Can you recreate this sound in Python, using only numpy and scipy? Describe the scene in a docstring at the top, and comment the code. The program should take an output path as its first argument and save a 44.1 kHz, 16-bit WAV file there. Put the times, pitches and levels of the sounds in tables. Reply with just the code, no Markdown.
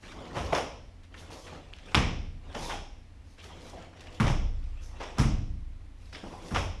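"""A heavy cotton suit rustles and snaps taut: karate forms on a foam mat in a large hall.
Bare feet slap and stamp, the foam thuds and the floor booms beneath it. The cloth flaps and rubs
through each turn and cracks at the end of each strike; soles scuff and pivot.
The hall answers every move over a low ventilation hum."""
import sys
import numpy as np
from scipy import signal
from scipy.fft import rfft, irfft, next_fast_len
from scipy.io import wavfile
from scipy.ndimage import uniform_filter1d, map_coordinates

SR = 44100
rng = np.random.default_rng(int(sys.argv[2]) if len(sys.argv) > 2 else 0)


def to_wav(sig):
    """Store sig (one row per channel, or 1-D mono) as 16-bit WAV at the path in sys.argv[1].

    Samples outside -1..1 are clipped; the rate is SR.
    """
    pcm = np.clip(np.atleast_2d(sig), -1, 1) * 32767
    pcm = np.round(pcm).astype(np.int16)
    wavfile.write(sys.argv[1], SR, pcm.T)  # frames by channels


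N = 299880

# The tone of skin on the mat. Each row: frequency in Hz, level in dB.
SKIN_EQ = [(60, -33.5), (250, 6.5), (600, 8), (1100, 10), (1600, 7.5), (2400, 4.5), (3500, -1), (4300, -7),
           (5500, -7.5), (8000, -17.5), (11000, -23.5), (14500, -48.5)]
# Each row: start in seconds, level in dB, decay in seconds, brightness in dB per octave,
# air pocket pitch in Hz, pop level in dB, hall send in dB.
FOOT_SLAPS = [(1.9461, -24, .006, 4, 2505, -17.5, -14), (1.9506, -23, 0.00615, 1.5, 3400, -10.5, 1),
              (1.955, -33, 0.009, 2, 5180, -18.5, -6), (4.1996, -37, 0.035, 5.5, 1410, -24, 3),
              (4.2037, -32.5, 0.034, 4, 1240, -25, 0), (4.2174, -43, 0.021, 2, 1100, -28, 12),
              (5.184, -40.5, 0.011, 7.5, 5170, -37, 7), (5.1871, -30.5, 0.076, -1.5, 1050, -35, -1),
              (5.1936, -47, 0.02, 5, 5380, -28, 1), (5.2002, -40, 0.022, 5, 1460, -36, 6)]

def foot_slaps():
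    """A bare foot cracks on the mat in sharp pulses a few milliseconds apart; trapped air pops."""
    out, t = np.zeros(N), np.arange(SR // 4) / SR
    pop_peak_s = 0.0008
    pop_shape = (t / pop_peak_s * np.exp(1 - t / pop_peak_s)) ** 2
    for start, db, decay, tilt_db, pocket_hz, pop_db, wet_db in FOOT_SLAPS:
        eq = voiced(SKIN_EQ, tilt_db, pocket_hz, octaves=1.0)
        add(out, start, contact(skin_crack(decay), eq, db, wet_db))
        add(out, start, amp(pop_db) * pop_shape * np.sin(2 * np.pi * pocket_hz * t))
    return out

def skin_crack(decay):
    """One sharp pulse, falling 60 dB in decay seconds."""
    t = np.arange(SR // 4) / SR
    return rng.choice([-1, 1], len(t)) * amp(-60 * t / decay) * (1 - np.exp(-t / 0.0004))

# The dull body of the foam. Each row: frequency in Hz, level in dB.
FOAM_EQ = [(15, -20), (40, 5.5), (80, 4.5), (130, -5.5), (180, -6.5), (240, -6), (320, -6.5), (380, -18),
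           (700, -22.5), (2000, -44), (6000, -100)]
# Each row: start in seconds, thud level in dB, pitch in Hz, first and second mode levels in dB.
MAT_THUDS = [(0.368, -53, 115, -29, -44), (0.406, -40.5, 81, -28, -51), (1.947, -28.5, 196.5, -31, -42),
             (1.974, -35.5, 130, -17, -30), (2.555, -47.5, 142, -48, -34), (4.2, -35, 263, -38, -52),
             (4.203, -32.5, 130, -18, -16.5), (4.238, -37.5, 126, -17, -39), (4.267, -32.5, 82.4, -18, -37),
             (4.302, -41.5, 127, -16.5, -34), (5.185, -35, 266, -33, -45), (5.197, -31, 126.3, -13, -21),
             (5.212, -33, 228, -26, -43), (5.253, -32.5, 138, -20, -26), (6.234, -51.5, 198, -37.5, -41),
             (6.513, -36.5, 132, -34, -29.5), (6.57, -39, 91.5, -29, -35)]

def mat_thuds():
    """Weight drops onto the foam, which thuds and rings briefly in two modes."""
    out, t = np.zeros(N), np.arange(SR // 4) / SR
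    overtone_ratio, attack_s, decay_s = 1.7, 0.0016, 0.12
    envelope = (1 - np.exp(-t / attack_s)) * amp(-60 * t / decay_s)
    for start, db, pitch_hz, low_db, high_db in MAT_THUDS:
        eq = voiced(FOAM_EQ, 0, pitch_hz, octaves=0.64)
        add(out, start, contact(np.ones(1), eq, db, wet_db=9.0))
        phase = 2 * np.pi * pitch_hz * t
        ring = amp(low_db) * np.sin(phase) - amp(high_db) * np.sin(overtone_ratio * phase)
        add(out, start, ring * envelope)
    return out

# The floor's low end. Each row: pitch in Hz, relative level in dB, seconds to fall 60 dB.
FLOOR_MODES = [(27.08, 9, 2.13), (30.9, -16, 1.9), (47.57, 1, 1.5), (58.7, 0, 2.8), (81.9, -13.5, 3.2)]
# Each row: start in seconds, boom gain in dB, pat level in dB, pat pitch in Hz.
STAMPS = [(.355, -57, -43, 900), (1.947, -38.5, -25.5, 2710), (2.544, -46, -59, 700),
          (4.204, -28.5, -31.5, 1090), (5.195, -33.5, -35, 1330), (6.232, -59, -51, 590),
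          (6.505, -41, -41.5, 915)]

def stamps():
    """A step lands: the flat of the sole pats down and the floor swings on beneath it."""
    out, t = np.zeros(N), np.arange(2 * SR) / SR
    pat_lag_s, pat_decay_s, boom_swell_s = 0.004, 0.17, 0.065
    boom = sum(amp(db - 60 * t / t60) * np.sin(2 * np.pi * hz * t) for hz, db, t60 in FLOOR_MODES)
    boom *= 1 - np.exp(-t / boom_swell_s)
    for start, boom_db, pat_db, pat_hz in STAMPS:
        eq = voiced(SKIN_EQ, -2.0, pat_hz, octaves=3.3)
        add(out, start + pat_lag_s, contact(skin_crack(pat_decay_s), eq, pat_db, wet_db=6.5))
        add(out, start, amp(boom_db) * boom)
    return out

# The tone of cracking cotton. Each row: frequency in Hz, level in dB.
COTTON_EQ = [(40, -31.5), (150, -12), (280, -4), (400, -2), (580, 1), (1100, 0.5), (1600, -3), (2400, -4.5),
             (3400, -5.5), (4300, -16), (5500, -10.5), (8000, -25), (11000, -31), (14500, -61)]
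# Each row: start in seconds, crack level in dB, swell and decay in seconds,
# brightness in dB per octave, fold resonance in Hz, flutter level in dB, hall send in dB.
SUIT_SNAPS = [(.338, -31, 0.025, 0.12, -1.5, 700, -36, 5), (.519, -24.5, 0.012, .03, -3, 950, -26.5, 2.5),
              (2.541, -34, .009, 0.1, .5, 910, -50, 0), (2.684, -34, 0.018, 0.17, 1, 1090, -40, 1),
              (4.252, -30, .018, 0.034, 0, 600, -41, 0.5),
              (4.271, -33, 0.0088, 0.065, 2.5, 1540, -41.5, -2),
              (4.984, -35.5, .03, 0.11, -1.5, 590, -40, 2.5), (6.540, -28, 0.0086, .09, 0.5, 780, -37, 3.5),
              (6.556, -27.5, 0.0037, 0.077, -1.5, 1840, -37, -1)]

def suit_snaps():
    """The suit whips taut in a clump of cracks, then shakes itself out in a brighter flutter."""
    out, t = np.zeros(N), np.arange(SR // 3) / SR

    def clump(swell, decay):
        """Uneven cracks that swell and die; times in seconds."""
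        shape = np.minimum(t / swell, 1) ** 2 * amp(-60 * np.maximum(t - swell, 0) / decay)
        return shape * crackle(len(t))
    for start, db, swell, decay, tilt_db, fold_hz, flutter_db, wet_db in SUIT_SNAPS:
        crack_eq = voiced(COTTON_EQ, tilt_db, fold_hz, octaves=1.0)
        add(out, start, contact(clump(swell, decay), crack_eq, db, wet_db))
        flutter_eq = voiced(COTTON_EQ, tilt_db + 2.5, fold_hz, octaves=3.3)
        flutter = clump(swell=0.021, decay=0.27)
        add(out, start + swell, contact(flutter, flutter_eq, flutter_db, wet_db=2.0))
    return out

# Each row: start in seconds, level in dB, decay in seconds, pitch in Hz, width in octaves.
TICKS = [(.034, -56, 0.03, 1710, 0.5), (.116, -53, 0.031, 1220, 0.6), (.497, -38, 0.16, 875, 0.45),
         (.527, -25.5, 0.037, 580, 0.34), (.546, -39, 0.046, 5250, 0.38), (.579, -30.5, 0.039, 680, 0.95),
         (1.029, -59, 0.084, 2200, 1.5), (1.1409, -46, 0.037, 1730, 0.41), (1.173, -50.5, 0.09, 3400, 0.37),
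         (1.193, -60, 0.037, 5000, 1.3), (1.304, -43.5, 0.02, 895, 0.4), (1.315, -50, 0.065, 2800, 0.59),
         (1.318, -50.5, .06, 476, 0.46), (1.352, -69, 0.04, 1100, 1.5), (1.466, -46, 0.087, 2000, 0.98),
         (1.524, -46.5, 0.04, 750, 0.36), (1.731, -55, 0.0046, 2100, 0.69),
         (1.736, -48.5, 0.0051, 3000, 0.49), (1.764, -63, 0.011, 5470, 0.64),
         (1.784, -52, 0.036, 2630, 0.69), (1.858, -63, 0.028, 6000, 1.1), (1.918, -46, 0.037, 717, 0.83),
         (1.92, -68, .03, 7000, .7), (2.561, -37, .03, 470, 0.33), (2.706, -42, .08, 2200, .25),
         (3.386, -51, 0.12, 3000, 0.42), (3.441, -54, 0.021, 3500, 1.7), (3.695, -56, .04, 6400, 1.2),
         (3.498, -51, 0.086, 982, 0.42), (3.73, -46, 0.035, 680, 0.27), (3.765, -45.5, 0.1, 680, 0.14),
         (3.929, -55, 0.057, 1280, 0.61), (3.972, -62, .025, 2200, 1.3), (4.006, -50.5, 0.034, 3200, 1.3),
         (4.038, -63, 0.017, 4020, 1.2), (4.068, -50.5, 0.029, 2330, 0.79),
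         (4.144, -54.5, 0.032, 3500, 0.83), (4.208, -30.5, 0.046, 1140, 0.2),
         (4.298, -35.5, .03, 650, 0.94), (4.997, -44, .12, 2400, 0.8), (5.032, -53, 0.034, 5000, 0.68),
         (5.175, -40, 0.045, 910, 0.67), (5.199, -35.5, 0.047, 1180, .5), (6.056, -63.5, 0.02, 4480, .5),
         (6.126, -49, 0.033, 1880, 1.2), (6.129, -51, 0.075, 5040, 0.11), (6.143, -45, 0.096, 2300, 0.5),
         (6.147, -52, 0.064, 4900, 0.22), (6.234, -46.5, 0.045, 600, 0.44), (6.559, -32, 0.028, 990, 0.68)]

def ticks(rows):
    """Creases, hollow flaps, toe taps and short rubs: each is a grainy puff in one resonance."""
    out, t = np.zeros(N), np.arange(SR // 4) / SR
    for start, db, decay, pitch_hz, octaves in rows:
        envelope = (1 - np.exp(-t / (0.1105 * decay))) * amp(-60 * t / decay)
        eq = lambda hz: 20 * np.log10(bell(hz, pitch_hz, octaves)) - 3 * (hz / 5000) ** 2
        add(out, start, contact(envelope * crackle(len(t)), eq, db, wet_db=-3))
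    return out

# The tones of low flapping and bright rubbing. Each row: frequency in Hz, level in dB.
FLAP_EQ = [(40, -52), (120, 5.5), (240, 2.5), (380, 2.5), (700, -0.5), (1100, -5), (1700, -23),
           (4000, -55.5)]
RUB_EQ = [(500, -25.5), (1200, 8), (2000, 7), (3300, 6.5), (5500, -4.5), (8000, -9), (14000, -32.5)]
# Each row: start, swell and hold in seconds, then flap and rub levels in dB before their trims.
LIMB_SWINGS = [(0.019, 0.019, 0.079, -51, -47.5), (0.112, 0.054, 0.15, -44, -51),
               (0.318, 0.019, 0.22, -41.5, -46), (1.105, 0.041, 0.18, -53.5, -55),
               (1.206, .12, .05, -49, -52.5), (1.407, 0.062, 0.089, -48, -50.5),
               (1.553, 0.025, 0.25, -59.5, -60), (1.782, 0.1, 0.16, -51, -50),
               (2.396, 0.13, 0.022, -51, -52), (2.549, 0.051, 0.13, -43.5, -43.5),
               (3.372, 0.012, 0.074, -56, -52), (3.438, 0.027, 0.23, -51, -52),
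               (3.715, 0.023, 0.098, -49.5, -53), (3.936, 0.037, 0.22, -53, -54),
               (4.529, 0.029, 0.41, -64, -60.5), (4.85, 0.14, 0.24, -49, -52.5),
               (5.908, .15, 0.082, -69, -63), (6.119, 0.024, 0.026, -47, -45.5),
               (6.226, 0.037, 0.11, -45, -53.5), (6.387, 0.021, 0.075, -48, -51)]

def suit_rustle():
    """A swinging arm or leg flaps the suit and rubs cloth on cloth."""
    t = np.arange(N) / SR
    swings = [amp([[flap_db], [rub_db]]) * stroke(t - start, swell, hold, fade_db_per_s=142)
              for start, swell, hold, flap_db, rub_db in LIMB_SWINGS]
    flap_level, rub_level = np.max(swings, axis=0)
    flap = flap_level * friction(FLAP_EQ, grain_db=1.0, grains_per_s=73, patchy_db=2.0)
    rub = rub_level * friction(RUB_EQ, grain_db=1.5, grains_per_s=260, patchy_db=4.5)
    return amp(-2.0) * flap + amp(-5.5) * rub

def creases():
    """Up to six small folds give way at random in each swing; returns rows for ticks()."""
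    per_s, decay_s, centre_hz, octaves = 16, 0.017, 3200, 0.8
    rows = []
    for start, swell, hold, _, rub_db in LIMB_SWINGS:
        count = round(per_s * (swell + hold))
        for when, size, pitch in rng.uniform(-1.1, 1, (6, 3))[:count]:
            onset = start + swell + hold * abs(when)
            rows.append((onset, rub_db - 8 + 2.5 * size, decay_s, centre_hz * 1.6 ** pitch, octaves))
    return rows

# One gliding gesture. Each row: time in seconds, level in dB, low and high resonance in Hz.
SLEEVE_GLIDE = [(2.57, -43.5, 722, 3110), (2.619, -53, 849, 3480), (2.669, -45.5, 982, 3670),
                (2.711, -50, 892, 3580), (2.745, -41.5, 770, 3230), (2.779, -58, 693, 3120)]

def sleeve_swish():
    """A sleeve drags along the jacket: two resonances rise and fall with the arm's speed."""
    t = np.arange(N) / SR
    times, db, low_hz, high_hz = np.transpose(SLEEVE_GLIDE)

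    def band(pitch_hz, width_hz):
        """Narrow noise around a gliding pitch."""
        phase = 2 * np.pi * np.cumsum(np.interp(t, times, pitch_hz)) / SR
        return unit(wobble(width_hz, N) * np.sin(phase) + wobble(width_hz, N) * np.cos(phase))
    level = np.interp(t, times, amp(db), left=0, right=0)
    return level * (band(low_hz, width_hz=230) + amp(-7.5) * band(high_hz, width_hz=360))

# The thin hiss of a scuff. Each row: frequency in Hz, level in dB.
SOLE_EQ = [(1500, -5.5), (4000, 6.5), (6000, 9), (8000, -0.5), (10500, 0), (12500, -11), (14500, -33.5)]
# Each row: start, swell and hold in seconds, then level in dB before the trim.
SOLE_SCUFFS = [(-0.003, 0.024, 0.1, -61), (0.323, 0.06, 0.079, -52), (0.51, 0.026, 0.047, -45),
               (1.15, 0.048, 0.0086, -53), (1.3, .015, 0.029, -50.5), (1.35, 0.044, 0.049, -53.5),
               (2.533, 0.11, 0.049, -44), (3.21, 0.11, 0.0088, -64), (3.41, 0.023, 0.027, -55.5),
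               (3.57, .11, 0.0087, -55), (4.102, 0.048, .01, -60), (4.801, 0.031, 0.029, -55.5),
               (5.959, 0.058, 0.12, -66), (6.185, 0.11, 0.085, -59), (6.403, 0.067, 0.16, -51)]

def sole_scuffs():
    """Bare soles catch and slip as they slide or pivot on the mat."""
    t = np.arange(N) / SR
    level = np.max([amp(db) * stroke(t - start, swell, hold, fade_db_per_s=221)
                    for start, swell, hold, db in SOLE_SCUFFS], axis=0)
    return amp(-5.0) * level * friction(SOLE_EQ, grain_db=2, grains_per_s=450, patchy_db=2.5)

# The tone of the reverb. Each row: frequency in Hz, level in dB.
HALL_EQ = [(100, 3), (1200, 0.5), (1650, -5.5), (2300, 1), (3450, 0.5), (3900, -1.5), (4600, -2.5),
           (5300, 5), (6500, 2.5), (10500, 5.5), (13500, 7)]
# Its length. Each row: frequency in Hz, seconds to fall 60 dB.
HALL_DECAY = [(40, 1.35), (100, 0.99), (200, 0.63), (450, 0.65), (1100, 0.49), (2800, 0.61), (5500, 0.65),
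              (8000, 0.44), (13000, 0.22)]

def hall():
    """A fresh echo of energy 1: a few near reflections and a diffuse tail whose top dies first."""
    hz, t, spectra = signal.stft(rng.standard_normal(3 * SR // 2), SR, nperseg=256)
    gain_db = along(HALL_EQ, hz)[:, None] - 60 * t / along(HALL_DECAY, hz)[:, None]
    tail = signal.istft(spectra * amp(gain_db), SR, nperseg=256)[1]
    tail *= 1 - 0.47 * np.exp(-np.arange(len(tail)) / SR / 0.02)  # builds as the far walls answer
    tail /= np.linalg.norm(tail)
    early = rng.integers(SR // 125, SR // 20, size=8)  # ceiling and walls, 8 to 50 ms late
    tail[early] += amp(-18.5) * rng.choice([-1, 1], len(early))
    return tail / np.linalg.norm(tail)

# The bed of air, then the hum's partials. Each row: frequency in Hz, level in dB.
AIR_EQ = [(12, -52), (20, -4.5), (55, -6), (88, -9.5), (133, -21.5), (217, -23.5), (286, -23), (408, -35),
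          (455, -31.5), (725, -34), (1040, -35.5), (1520, -39.5), (1950, -37), (4550, -45.5), (10600, -56),
          (14000, -77.5)]
HUM_PARTIALS = [(86.1, -51), (263.8, -70), (285.3, -75.5)]

def room_tone():
    """Still air with a wavering ventilation hum."""
    t = np.arange(N) / SR
    air = amp(-51.0) * toned(rng.standard_normal(N), AIR_EQ)
    hum = sum(amp(db + 2.2 * wobble(4.8, N)) * np.sin(2 * np.pi * hz * t + 0.21 * wobble(15.0, N))
              for hz, db in HUM_PARTIALS)
    return air + hum

def crackle(size, grain_db=3.5, grains_per_s=1200):
    """Noise that comes in tiny jerks, by default those of stiff cloth giving way."""
    return rng.standard_normal(size) * amp(grain_db * wobble(grains_per_s, size))

def friction(curve, grain_db, grains_per_s, patchy_db):
    """Tiny catches and slips at rms 1, their colour shifting in random patches."""
    spectra = signal.stft(crackle(N, grain_db, grains_per_s), nperseg=512)[2]
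    patches = uniform_filter1d(rng.standard_normal(spectra.shape), size=4, axis=0)
    patches = uniform_filter1d(patches, size=6, axis=1)
    grains = signal.istft(spectra * amp(patchy_db * unit(patches)), nperseg=512)[1][:N]
    return toned(grains, curve)

def stroke(t, swell, hold, fade_db_per_s):
    """A movement gathers speed, keeps it, then dies away."""
    return np.clip(t / swell, 0, 1) * amp(-fade_db_per_s * np.maximum(t - swell - hold, 0))

def contact(burst, eq, db, wet_db):
    """A burst and its hall tail through one EQ; db is the dry energy spread over 10 ms."""
    burst = np.pad(burst / np.linalg.norm(burst), (0, SR * 3 // 2 - len(burst)))
    tail = hall()[:len(burst)] * np.sqrt(np.cumsum(burst ** 2))
    eq_power = np.mean(amp(eq(np.linspace(0, SR / 2, 2048))) ** 2)
    return amp(db) * np.sqrt(SR / 100 / eq_power) * coloured(burst + amp(wet_db) * tail, eq)

def with_hall(x, wet_db):
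    """A whole track plus its reverb."""
    return x + amp(wet_db) * signal.fftconvolve(x, hall())[:N]

def voiced(curve, tilt_db, peak_hz, octaves):
    """An EQ: the curve tilted by tilt_db an octave, with an 8 dB resonance at peak_hz."""
    tilt = lambda hz: tilt_db * np.log2(np.maximum(hz, 200) / 1000)
    return lambda hz: along(curve, hz) + tilt(hz) + 8 * bell(hz, peak_hz, octaves)

def bell(hz, peak_hz, octaves):
    """A bump of height 1 that halves this many octaves from its peak."""
    return 1 / (1 + (np.log2((hz + 1) / peak_hz) / octaves) ** 2)

def coloured(x, eq):
    """x through a causal filter with a gain of eq(hz) dB."""
    size = 2 * next_fast_len(len(x) // 2 + 4096)
    gain = np.maximum(amp(eq(np.fft.rfftfreq(size, 1 / SR))), 1e-6)
    cepstrum = irfft(np.log(gain))
    cepstrum[1:size // 2] *= 2  # folded for minimum phase: no ring before a hit
    cepstrum[size // 2 + 1:] = 0
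    return irfft(rfft(x, size) * np.exp(rfft(cepstrum)), size)[:len(x)]

def toned(x, curve):
    """x shaped by a (Hz, dB) curve, at rms 1."""
    return unit(coloured(x, lambda hz: along(curve, hz)))

def along(curve, hz):
    """(Hz, value) points read on a log axis."""
    knots_hz, values = np.transpose(curve)
    return np.interp(np.log(hz + 1), np.log(knots_hz + 1), values)

def wobble(rate, size):
    """A smooth random curve with rate knots a second."""
    knots = rng.standard_normal(size // 8)
    return map_coordinates(knots, [np.arange(size) * rate / SR], mode="wrap")

def amp(db):
    """Decibels to gain."""
    return 10 ** (np.asarray(db) / 20)

def unit(x):
    """x at rms 1."""
    return x / np.sqrt(np.mean(x ** 2) + 1e-20)

def add(track, start, x):
    """Mix x into the track at start seconds."""
    part = track[max(round(start * SR), 0):][:len(x)]
    part += x[:len(part)]

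def scene():
    """Feet, suit and room, all dead centre."""
    hits = foot_slaps() + mat_thuds() + stamps() + suit_snaps() + ticks(TICKS + creases())
    movement = with_hall(suit_rustle() + sole_scuffs(), wet_db=-4.0)
    sleeve = with_hall(sleeve_swish(), wet_db=-5.5)
    mono = hits + movement + sleeve + room_tone()
    return np.array([mono, mono])

# The tone of the hiss. Each row: frequency in Hz, level in dB.
HISS_EQ = [(100, 14), (6000, 8.5), (10000, 8), (12000, -2), (14000, -6)]

def record(dry):
    """Round off the hardest peaks, add a faint hiss and cut the very top."""
    ceiling, top_hz = 0.6, 14300
    rounded = dry / (1 + np.abs(dry / ceiling) ** 6) ** (1 / 6)
    hiss = amp(-85.0) * np.array([toned(noise, HISS_EQ) for noise in rng.standard_normal(dry.shape)])
    size = next_fast_len(N + SR // 2)
    passband = np.fft.rfftfreq(size, 1 / SR) < top_hz
    return irfft(rfft(rounded + hiss, size) * passband, size)[:, :N]

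dry = scene()
out = record(dry)
to_wav(out)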